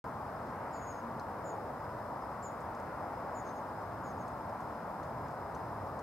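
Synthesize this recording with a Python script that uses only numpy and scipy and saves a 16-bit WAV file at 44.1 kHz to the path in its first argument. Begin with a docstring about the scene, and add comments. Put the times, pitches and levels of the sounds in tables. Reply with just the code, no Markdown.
"""After a blink of silence, far traffic roars steadily: shaped noise, its level drifting unevenly by band.
A falling engine sine passes in it; a narrow hiss near 5 kHz sits in the faint microphone-pair noise.
Small tits call thinly from a bare tree: falling, warbled two-voice whistles, most near 7 kHz, and dry ticks
of snap and rasp among crackling leaves. Dense random echoes from the branches scatter the tree's sounds."""
import sys
import numpy as np
from scipy import signal
from scipy.io import wavfile
from scipy.ndimage import uniform_filter1d

SR = 44100
rng = np.random.default_rng(int(sys.argv[2]) if len(sys.argv) > 2 else 0)


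def elevation(decibels):
    """Turn decibel levels (scalar or array-like) into linear amplitude ratios."""
    levels = np.asarray(decibels, float)
    return 10 ** (levels / 20)


def waveform_to_disk(signal):
    """Save audio, clipped to [-1, 1], as 16-bit WAV at the path in sys.argv[1]."""
    frames = np.transpose(np.atleast_2d(signal))
    scaled = np.clip(frames, -1, 1) * 32767
    samples = np.round(scaled).astype(np.int16)
    wavfile.write(sys.argv[1], SR, samples)


N = 265482


def evened(x):
    """Scales to rms 1."""
    return x / np.sqrt(np.mean(x ** 2) + 1e-20)


def read(points, hz):
    """Interpolates a table on a log-frequency axis."""
    f, value = np.transpose(points)
    return np.interp(np.log(hz + 1), np.log(f + 1), value)


def add(mix, start_s, sound, pan_db):
    """Mixes a mono sound into both channels; pan_db is left over right."""
    part = mix[:, round(start_s * SR):][:, :len(sound)]
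    gains = elevation([pan_db / 2, -pan_db / 2])[:, None]
    part += gains * sound[:part.shape[1]]


def resonate(x, hz, width_hz):
    """Two-pole resonance: shifts hz down to zero, smooths twice, shifts back."""
    turn = np.exp(2j * np.pi * hz * np.arange(x.shape[-1]) / SR)
    r = np.exp(-np.pi * width_hz / SR)
    smooth = signal.lfilter([(1 - r) ** 2], [1, -2 * r, r * r], x / turn)
    return 2 * (turn * smooth).real


# traffic spectrum before overall scaling: freq_hz, relative density_db [dB per Hz]
ROAR_SPECTRUM = [(20, -46), (40, -28), (60, -7.5), (100, 0.5), (150, -4), (230, -3.5), (380, -7.5),
                 (600, -1.5), (950, -0.5), (1300, -7.5), (2000, -21), (2900, -36.5), (4000, -58)]
# microphone noise on the same scale: freq_hz, relative density_db [dB per Hz]
MIC_NOISE = [(1500, -50), (3000, -38), (4500, -36), (6700, -41.5), (14000, -42.5), (16000, -46)]
# left-right likeness: freq_hz, likeness [0-1]
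LIKENESS = [(60, 1), (150, 0.98), (380, 0.89), (950, 0.95), (2000, 0.72), (3200, 0.077), (6000, 0.084),
            (15000, 0.54)]
# left-right level difference: freq_hz, left_over_right_db
LEFT_LEAN = [(60, -1.4), (150, -1), (380, -0.3), (800, 1.3), (1500, 3.5), (3000, 0.5), (6000, 1.5),
             (15000, -1)]
# left-right phase difference: freq_hz, left_lead_rad
LEFT_LEAD = [(300, 0), (1000, 0.47), (2600, 0), (4000, 0.076)]
# slow swells of the roar: middle_s, length_s, centre_hz, swell_db [before removing the mean over time]
ROAR_SWELLS = [(.15, .5, 166, 1.3), (.2, 0.65, 1030, 1.1), (0.662, 0.43, 2300, 3), (1.1, 0.88, 3200, 1.4),
               (1.533, 0.34, 438, 4.5), (3.005, .8, 2410, 2.5), (3.198, 0.64, 850, 1.5),
               (3.95, 0.94, 95, 1.5), (4.148, 0.37, 241, 2.4), (4.8, 0.84, 800, 0.4),
               (4.7, 0.64, 3400, 0.7), (5.306, .5, 174, 2), (5.895, 0.82, 103, 4), (5.95, .5, 330, 1)]
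SWELL_OCTAVES = 0.6  # 1/e half-width of one swell
ROAR_DB = -42.5  # rms, 400-1500 Hz


def traffic(patchy_db=0.43):
    """Road roar and microphone noise: random short-time spectra, patchy, the roar drifting band by band."""
    frames, hz = N // 512 + 5, np.fft.rfftfreq(2048, 1 / SR)
    t = np.arange(frames) * 512 / SR
    a, b, c, d, patches = rng.standard_normal((frames, 1025, 5)).T
    patches = uniform_filter1d(patches, size=20, axis=0)
    patches = evened(uniform_filter1d(patches, size=7, axis=1))

    drift_db = np.zeros((len(hz), frames))
    for middle_s, length_s, centre_hz, swell_db in ROAR_SWELLS:
        band = np.exp(-(np.log2((hz + 1) / centre_hz) / SWELL_OCTAVES) ** 2)
        swell = np.exp(-(2 * (t - middle_s) / length_s) ** 2)
        drift_db += swell_db * np.outer(band, swell)
    drift_db -= drift_db.mean(1, keepdims=True)
    road = elevation(read(ROAR_SPECTRUM, hz)[:, None] + drift_db + patchy_db * patches)
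    field = np.hypot(road, elevation(read(MIC_NOISE, hz))[:, None])

    same = np.clip(read(LIKENESS, hz), 0, 1)[:, None]
    left, apart = a + 1j * b, c + 1j * d
    right = same * left + np.sqrt(1 - same ** 2) * apart
    lean = (elevation(read(LEFT_LEAN, hz) / 2) * np.exp(.5j * read(LEFT_LEAD, hz)))[:, None]
    z = np.array([left * lean, right / lean])
    sound = signal.istft(z * field, nperseg=2048, noverlap=1536)[1][:, :N]
    mid_band = signal.butter(4, [400, 1500], "band", fs=SR, output="sos")
    return sound * elevation(ROAR_DB) / signal.sosfilt(mid_band, sound.mean(0)).std()


# passing engine note: start_s, length_s, peak_db [rms at the top], from_hz, to_hz
ENGINE_NOTE = (.97, .31, -47.5, 233, 225)


def engine(skew=.62):
    """One low engine order, a sine: swells fast, fades slower, drops in pitch."""
    start_s, length_s, peak_db, from_hz, to_hz = ENGINE_NOTE
    u = np.arange(0, length_s, 1 / SR) / length_s
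    note = np.sin(2 * np.pi * np.cumsum(from_hz + (to_hz - from_hz) * u) / SR)
    swell = np.sin(np.pi * u ** skew) ** 2  # skew < 1: early top
    return start_s, np.sqrt(2) * elevation(peak_db) * swell * note, 0


HISS_HZ, HISS_WIDTH_HZ, HISS_DB = 5100, 260, -77  # level is rms


def narrow_hiss(shared=.8, flicker_db=2.2):
    """Noise in one narrow resonance, partly shared by the channels, its level flickering."""
    one, apart = rng.standard_normal(N), rng.standard_normal((2, N))
    flicker = evened(uniform_filter1d(rng.standard_normal(N), size=1500))
    noise = shared * one + np.sqrt(1 - shared ** 2) * apart
    hiss = resonate(noise, HISS_HZ, HISS_WIDTH_HZ) * elevation(flicker_db * flicker)
    return elevation(HISS_DB) * evened(hiss)


# dry leaves: centre_hz, width_hz, level_db [rms before the branches], crackles_per_s
DRY_LEAVES = (5200, 3000, -86, 90)


def leaves(spread_db=3.6):
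    """Faint crackles of dead leaves: decaying noise puffs, in clumps as the breeze stirs."""
    hz, width_hz, level_db, per_s = DRY_LEAVES
    breeze = np.exp(evened(uniform_filter1d(rng.standard_normal(N), size=4000)) - .5)
    loudness = elevation(spread_db * np.minimum(rng.exponential(1, N), 3))
    clicks = (rng.random(N) < per_s * breeze / SR) * loudness
    decay = np.exp(-np.arange(600) / 120)
    puffs = signal.oaconvolve(clicks, decay)[:N] * rng.standard_normal(N)
    return elevation(level_db) * evened(resonate(puffs, hz, width_hz))


DIRECT_DB, SCATTER_DB, ECHO_DB = -2, -8.5, -13
SCATTER_T60_S, ECHO_T60_S = .06, .3


def branches(x):
    """Dense twig reflections beat against each gliding call; a weaker, longer echo from the wood trails."""
    t = np.arange(SR // 2) / SR
    hits = rng.random((len(t), 2)).T < 2000 / SR
    taps = rng.standard_normal((len(t), 2, 2)).T * hits  # near/far, microphone, time
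    taps[:, 1] = taps[:, 0] + 0.47 * taps[:, 1]  # microphones share part of the reflections
    tail = 0
    for tap, t60_s, level_db in zip(taps, (SCATTER_T60_S, ECHO_T60_S), (SCATTER_DB, ECHO_DB)):
        echo = tap * elevation(-60 * t / t60_s) * np.minimum(t / 0.0028, 1)
        tail = tail + elevation(level_db) * echo / np.linalg.norm(echo, axis=1)[:, None]
    return elevation(DIRECT_DB) * x + signal.fftconvolve(x, tail, axes=1)[:, :N]


TICK_WIDTH = 0.7  # share of the centre frequency


def tick(start_s, level_db, centre_hz, decay_s, pan_db, snap=2.2):
    """A sharp snap and a decaying broad rasp through one wide resonance."""
    decay_s = max(decay_s, .002)
    u = np.arange(round(4 * decay_s * SR)) / SR / decay_s
    rasp = rng.standard_normal(len(u)) * np.exp(-u)
    sound = resonate(rasp + snap * (u == 0), centre_hz, TICK_WIDTH * centre_hz)
    return start_s, elevation(level_db) * evened(sound) / 2, pan_db


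# ticks: start_s, level_db [twice the rms, before pan and branches], centre_hz, decay_s [at least 0.002],
# pan_db [left over right]
TICK_CALLS = [(1.197, -53.5, 5040, .0022, 4), (2.604, -67, 6800, 0.011, 4), (2.7495, -61, 5900, .0042, 2),
              (2.799, -63, 6800, .0033, -2), (3.4754, -63, 6000, .003, 5), (3.490, -64, 4300, 0.0051, 9),
              (3.817, -67, 5700, 0.0051, 3), (4.2785, -65, 6900, 0.0087, 0), (4.494, -68, 5240, .005, -9),
              (4.603, -69, 6300, .016, 1), (5.03, -65.5, 5700, .012, -9), (5.2829, -68, 5800, .0036, -14),
              (5.308, -70, 6500, .01, -1), (5.548, -60, 5900, 0.0063, 0), (5.991, -63, 5900, .007, -1)]


def dry_ticks(tree):
    """Adds the birds' dry tick calls to the tree."""
    for row in TICK_CALLS:
        add(tree, *tick(*row))


ONSET_DB, END_DB, HOLD = -11, -10., 2.2  # note ends re its peak; larger HOLD flattens the top
UPSWING_HZ, UPSWING_S = 260., 0.0039  # slide up into the note
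SECOND_VOICE_HZ = 230  # mean distance of the lower voice


def whistle(start_s, length_s, peak_db, top_hz, end_hz, depth_hz, warble_hz, second, peak, pan_db,
            shaky_hz=35, flutter=.25):
    """Two near-sines from the halves of the syrinx beat into a buzz; pitch swings up, falls, warbles."""
    t = np.arange(0, length_s, 1 / SR)
    peak, second = np.clip(peak, .1, .9), np.clip(second, 0, 1)
    slope_db = np.where(t < peak * length_s, ONSET_DB / peak ** HOLD, END_DB / (1 - peak) ** HOLD)
    level_db = peak_db + slope_db * abs(t / length_s - peak) ** HOLD

    noises = rng.standard_normal((3, len(t)))
    shake, throb, drift = (evened(uniform_filter1d(v, size=250)) for v in noises)
    warble = -np.cos(2 * np.pi * warble_hz * t) * np.linspace(1.2, .5, num=len(t))  # calms
    glide_hz = top_hz + (end_hz - top_hz) * t / length_s - UPSWING_HZ * np.exp(-t / UPSWING_S)
    upper_hz = glide_hz + second * SECOND_VOICE_HZ / 2 + depth_hz * warble + shaky_hz * shake
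    lower_hz = upper_hz - SECOND_VOICE_HZ * (1 + .15 * drift)
    upper, lower = (np.sin(2 * np.pi * np.cumsum(f) / SR) for f in (upper_hz, lower_hz))
    tone = (1 + flutter * throb) * upper + second * (1 - flutter * throb) * lower
    sound = elevation(level_db) * evened(tone) * signal.windows.tukey(len(t), .1)
    return start_s, sound, pan_db


# notes, one list a call, the low one a farther bird: start_s, length_s, peak_db [rms at the top, before
# pan and branches], start_hz, end_hz [glide before voice offset, upswing and warble]
CALL_NOTES = [
    [(.727, 0.085, -60.5, 7160, 6760), (.805, .064, -60.5, 6830, 6600), (0.864, 0.067, -55.5, 6850, 6540),
     (0.928, .09, -68, 6630, 6480)],
    [(0.733, 0.056, -69, 4820, 4480)],
    [(1.44, 0.087, -58, 7180, 6680)],
    [(2.425, 0.066, -52, 7360, 6780)],
    [(3.343, 0.076, -59.5, 7040, 6750), (3.444, .074, -63.5, 6640, 6240), (3.535, .062, -70, 6730, 6440)],
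    [(4.033, .092, -65, 6980, 6350), (4.176, .066, -69, 6800, 6330)],
]
# one a call: warble_depth_hz [times 1.2 falling to 0.5], warble_rate_hz, second_voice_share [0-1],
# first_note_peak_place [0-1], pan_db [left over right]
CALL_VOICES = [(120, 62, 0.62, 0.2, 0), (250, 87, .8, .4, 1), (190, 50, 0.37, 0.55, -2),
               (98, 80, 0.44, .32, -1), (50, 58, .35, 0.55, -6), (50, 54, 0.56, .35, 1)]
LATER_PEAK = .2  # later notes of a call peak this share of their length later


def whistled_calls(tree):
    """Adds the tits' whistles to the tree, each call in its own voice."""
    for call, (*warble, peak, pan_db) in zip(CALL_NOTES, CALL_VOICES):
        for k, note in enumerate(call):
            place = peak + LATER_PEAK * (k > 0)
            add(tree, *whistle(*note, *warble, place, pan_db))


def scene():
    """Birds in the tree over the far road."""
    road = traffic()
    add(road, *engine())
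    tree = np.zeros((2, N)) + leaves()
    dry_ticks(tree)
    whistled_calls(tree)
    return road + narrow_hiss() + branches(tree)


def band_limit(x):
    """A steep low-pass at the top of the band."""
    return signal.sosfilt(signal.butter(12, 16210, fs=SR, output="sos"), x)


START_S, EDGE_HZ = .0416, 15800


def record(dry):
    """The sound cuts in after a moment of silence, under a steep low-pass."""
    started = dry * (np.arange(N) > START_S * SR)
    edge = signal.firwin(511, EDGE_HZ, window=("kaiser", 9), fs=SR)
    mix = signal.oaconvolve(started, edge[None], "same")
    return band_limit(mix)


dry = scene()
out = record(dry)
waveform_to_disk(out)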